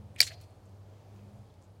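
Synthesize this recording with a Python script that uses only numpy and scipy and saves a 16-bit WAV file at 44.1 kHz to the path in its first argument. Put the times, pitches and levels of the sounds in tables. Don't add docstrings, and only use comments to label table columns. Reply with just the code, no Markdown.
import sys
import numpy as np
from scipy import signal
from scipy.io import wavfile
from scipy.ndimage import uniform_filter1d

SR = 44100
rng = np.random.default_rng(int(sys.argv[2]) if len(sys.argv) > 2 else 0)


def bounce(signal):
    frames = np.transpose(np.atleast_2d(signal))
    limited = np.clip(frames, -1, 1)
    pcm = np.round(limited * 32767).astype(np.int16)
    wavfile.write(sys.argv[1], SR, pcm)


def voltage_ratio(decibels):
    exponent = np.asarray(decibels, float) / 20
    return 10 ** exponent


N = 79380

# (time [s], level [dB])
FRACTURES = [
    (.20335, -26),
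    (.20365, -10),
    (.20408, -11),
    (.20535, -12),
    (.2062, -16),
    (.2078, -23),
    (.2088, -25),
    (.2100, -25),
    (.2113, -28),
]
# (frequency [Hz], level [dB], T60 [s])
BLADE_MODES = [(1800, -7, .007), (2280, -3, .008), (2800, -14, .007), (3550, -11, .007), (4250, -2, .008),
               (4710, 0, .008), (5510, -3, .008), (6600, -14, .007), (7130, -12, .007), (7900, -15, .006),
               (8900, -14, .004), (10200, -13, .003), (12500, -13, .003), (15000, -13, .003)]
# (frequency [Hz], level [dB], T60 [s])
STEEL_MODES = [(4199, -45, .4), (4320, -48, .5), (4770, -46, .4)]
# (level [dB], centre [Hz], bandwidth [Hz])
NEAR_REFLECTION = (-6, 4700, 2000)
# (arrival [s], level [dB], centre [Hz], bandwidth [Hz], smear [s])
REFLECTIONS = [(0.213, -17, 7800, 1500, 0.0012), (0.213, -31.5, 11800, 2040, 0.0022),
               (0.2172, -32, 2300, 1500, .003), (0.218, -25.5, 4230, 1500, 0.0044),
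               (0.2215, -32.5, 2079, 1187, .007), (0.224, -31.5, 4500, 1500, 0.0043),
               (0.227, -30.5, 7400, 2000, 0.0062), (0.2284, -26.5, 4176, 2000, 0.0036),
               (.228, -41, 2012, 1200, 0.0059), (0.236, -39.5, 4992, 4009, .012),
               (.266, -43.5, 2100, 1190, 0.016), (.271, -38, 4280, 790, 0.0099),
               (0.264, -42.5, 6800, 3560, 0.014), (0.254, -67, 12000, 9000, 0.018),
               (0.311, -51.5, 2200, 1500, 0.015), (0.313, -69, 7850, 6030, 0.0079),
               (.333, -81, 6500, 2830, 0.0076), (0.402, -60, 3040, 5000, 0.0029),
               (0.411, -57, 10000, 14000, 0.0048), (0.411, -64.5, 8540, 6000, 0.018),
               (0.435, -64.5, 4400, 5000, .012)]
# (frequency [Hz], level [dB], T60 [s])
SCATTER = [(1300, -25.5, 0.23), (1798, -16.5, 0.44), (2360, -18.5, 0.57), (3200, -20.5, 0.34),
           (4370, -17.5, .6), (6500, -16, .3), (9000, -19, 0.24), (12770, -20, .22)]
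# (time [s], level [dB], frequency [Hz], T60 [s])
TICKS = [(0.145, -65.5, 8600, .04), (.154, -58.5, 2220, .06), (0.1614, -42, 2337, 0.028),
         (0.1618, -45, 9000, .005), (.174, -51.5, 2140, 0.15), (.166, -64.5, 4500, 0.18),
         (.508, -59.5, 7980, 0.0065), (.655, -62, 7500, .01), (.659, -68, 7400, .04),
         (0.694, -59.5, 6920, 0.0055), (1.1615, -63, 6500, 0.015), (1.1617, -60.5, 2660, .02),
         (1.1917, -60, 2620, .02), (1.2865, -61, 4000, .003), (1.392, -61, 7000, 0.0026),
         (1.501, -61.5, 3500, .02), (1.5406, -56.5, 3200, 0.0047), (1.618, -57, 7500, 0.0032),
         (1.62, -62, 6970, 0.0045), (1.6255, -51.5, 5934, 0.0026), (1.632, -65.5, 7100, 0.11)]
# (time [s], level [dB], centre [Hz], bandwidth [Hz], fade [s])
BOARD_KNOCKS = [
    (.203, -40.5, 620, 200, 0.011),
    (.203, -44, 480, 141, 0.013),
    (.204, -40, 1300, 400, 0.003),
    (.212, -55, 1004, 400, .02),
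    (.302, -51, 674, 50.4, 0.017),
    (.338, -56, 703, 60, 0.019),
]
# (time [s], frequency [Hz], level [dB])
STRONG_HUM = [
    (0, 103.7, -52),
    (.5, 103, -54.5),
    (.6, 103.6, -61.5),
    (.72, 101.7, -53),
    (1.44, 101.9, -53.5),
    (1.53, 101.2, -64),
    (1.8, 100.8, -60),
]
# (frequency ratio [1], level [dB])
OVERTONES = [(1.168, -16), (1.45, -18), (2, -19)]
# (time [s], frequency [Hz], level [dB])
WEAK_HUM = [
    (0, 84, -55.5),
    (.12, 83.6, -54.5),
    (.3, 86, -58),
    (1.0, 87.66, -65.5),
    (1.45, 88.88, -62.5),
    (1.8, 90.2, -60.5),
]
# (frequency [Hz], density [dB per Hz])
AIR_SPECTRUM = [(25, -40.5), (60, -14.5), (130, -16.5), (260, -26), (600, -22.5), (1500, -43.5),
                (4500, -46.5), (16000, -60)]

CRACK_DB, CRACK_HZ, CRACK_S = -15.5, 9000, .0015
NEAR_DELAY_S = .0107
CREAK_S, CREAK_DB, CREAK_HZ, CREAK_RISE_DB_S = .193, -39.5, 2492, 1499.5
RUSTLE_DB, RUSTLE_PER_S = -77.5, 150
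AIR_DB = -61.5
THIN_HZ = 1500
ONSET = 0.11
TOP_HZ = 15900


def snap():
    when, db = np.array(FRACTURES).T
    weight = rng.standard_normal((len(when), len(BLADE_MODES)))
    body = 0
    for k, (hz, level, t60) in enumerate(BLADE_MODES):
        strikes = spikes(when, voltage_ratio(db + 1.9 * weight[:, k]))
        body = body + (-1) ** k * voltage_ratio(level) * ring(strikes, hz, t60)
    crack = signal.fftconvolve(spikes(when, voltage_ratio(db)), fade(CRACK_S))[:N]
    return thin(body + voltage_ratio(CRACK_DB + 23) * band(crack, CRACK_HZ, 12000))


def steel():
    strike = spikes([FRACTURES[1][0]], [1.])
    return sum(voltage_ratio(db + 2 * walk(40)) * ring(strike, hz, t60) for hz, db, t60 in STEEL_MODES)


def scatter():
    wash = 0
    for hz, db, t60 in SCATTER:
        tail = fade(t60 / np.log(1000), size=N // 2)
        tail = band(band(tail, hz, hz / 3), hz, hz / 2.16)
        wash = wash + voltage_ratio(db + 10 + 3.1 * walk(90)[:N // 2]) * tail
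    return place(wash, FRACTURES[0][0] + .002)


def yard(crack):
    db, hz, width = NEAR_REFLECTION
    near = voltage_ratio(db) * band(np.roll(crack, int(NEAR_DELAY_S * SR)), hz, width)
    later = sum(puff(db, s, hz, width, smear) for s, db, hz, width, smear in REFLECTIONS)
    return thin(near + later + steel()) + scatter()


def creak():
    t = np.arange(N) / SR
    load = voltage_ratio(-CREAK_RISE_DB_S * np.maximum(CREAK_S - t, 0)) * (t < FRACTURES[0][0])
    noise = thin(band(rng.standard_normal(N), CREAK_HZ, 2900))
    return voltage_ratio(CREAK_DB + 2 * walk(150)) * load * noise


def board():
    return sum(puff(db, s, hz, width, smear) for s, db, hz, width, smear in BOARD_KNOCKS)


def ticks():
    return sum(puff(db - 4, s, hz, max(hz / 5, 15 / t60), t60 / np.log(1000)) for s, db, hz, t60 in TICKS)


def rustle():
    chance = rng.random((2, N))
    struck = chance[0] < RUSTLE_PER_S / SR * voltage_ratio(5 * walk(6))
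    strength = voltage_ratio(RUSTLE_DB - 2.5 * np.log(chance[1] + 1e-9))
    return band(struck * strength, 5500, 6000)


def hum(curve, overtones=()):
    s, hz, db = np.array(curve).T
    t = np.arange(N) / SR
    speed = np.interp(t, s, hz) * (1 + 0.0077 * walk(7.2))
    phase = 2 * np.pi * np.cumsum(speed) / SR
    tone = np.sin(phase)
    for ratio, level in overtones:
        tone = tone + voltage_ratio(level + 4 * walk(5.5)) * np.sin(ratio * phase)
    return np.sqrt(2) * voltage_ratio(np.interp(t, s, db) + 1.1 * walk(29)) * tone


def air():
    hz_points, db_points = np.array(AIR_SPECTRUM).T
    out, swell = 0, walk(3.2)
    for hz in 25 * 2 ** np.arange(0, 9.6, .5):
        db = np.interp(np.log(hz), np.log(hz_points), db_points) + 0.82 * swell + 0.74 * walk(9)
        noise = band(rng.standard_normal(N), hz, hz / 2)
        out = out + voltage_ratio(db) * band(noise, hz, hz / 2)
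    return out * voltage_ratio(AIR_DB + 3.5) / np.std(out)


def ring(x, hz, t60):
    pole = np.exp(2j * np.pi * hz / SR - np.log(1000) / (t60 * SR))
    return signal.lfilter([1], [1, -pole], x).imag


def band(x, hz, width):
    quality = hz / min(width, .4 * SR)
    return signal.lfilter(*signal.iirpeak(min(hz, .45 * SR), quality, SR), x)


def thin(x):
    return signal.sosfilt(signal.butter(4, THIN_HZ, "high", fs=SR, output="sos"), x)


def spikes(times, gains):
    return np.bincount(np.round(np.asarray(times) * SR).astype(int), gains, N)[:N]


def fade(s, size=8192):
    burst = rng.standard_normal(size) * np.exp(-np.arange(size) / (s * SR))
    return burst / np.sqrt(np.sum(burst ** 2))


def puff(db, s, hz, width, smear):
    burst = fade(smear)
    rise = 1 - np.exp(-np.arange(len(burst)) / (ONSET * smear * SR))
    burst = band(band(burst * rise, hz, width), hz, 2 * width)
    return voltage_ratio(db) * place(burst, s) * np.sqrt(smear * SR / 2 / np.sum(burst ** 2))


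def place(sound, s):
    return np.roll(np.r_[sound, np.zeros(N - len(sound))], int(s * SR))


def walk(rate):
    k = int(SR / rate)
    held = np.repeat(rng.standard_normal(N // 20), k)[:N]
    return 2.2 * uniform_filter1d(uniform_filter1d(held, k), k)


def scene():
    crack = snap()
    table = creak() + board() + ticks() + rustle()
    background = hum(STRONG_HUM, OVERTONES) + hum(WEAK_HUM) + air()
    return (crack + yard(crack) + table + background)[None]


def roll_off(x):
    return signal.sosfilt(signal.butter(12, 16810, fs=SR, output="sos"), x)


def record(dry):
    low_pass = signal.ellip(8, .3, 60, TOP_HZ, fs=SR, output="sos")
    mix = signal.sosfilt(low_pass, dry)
    return roll_off(mix)


dry = scene()
out = record(dry)
bounce(out)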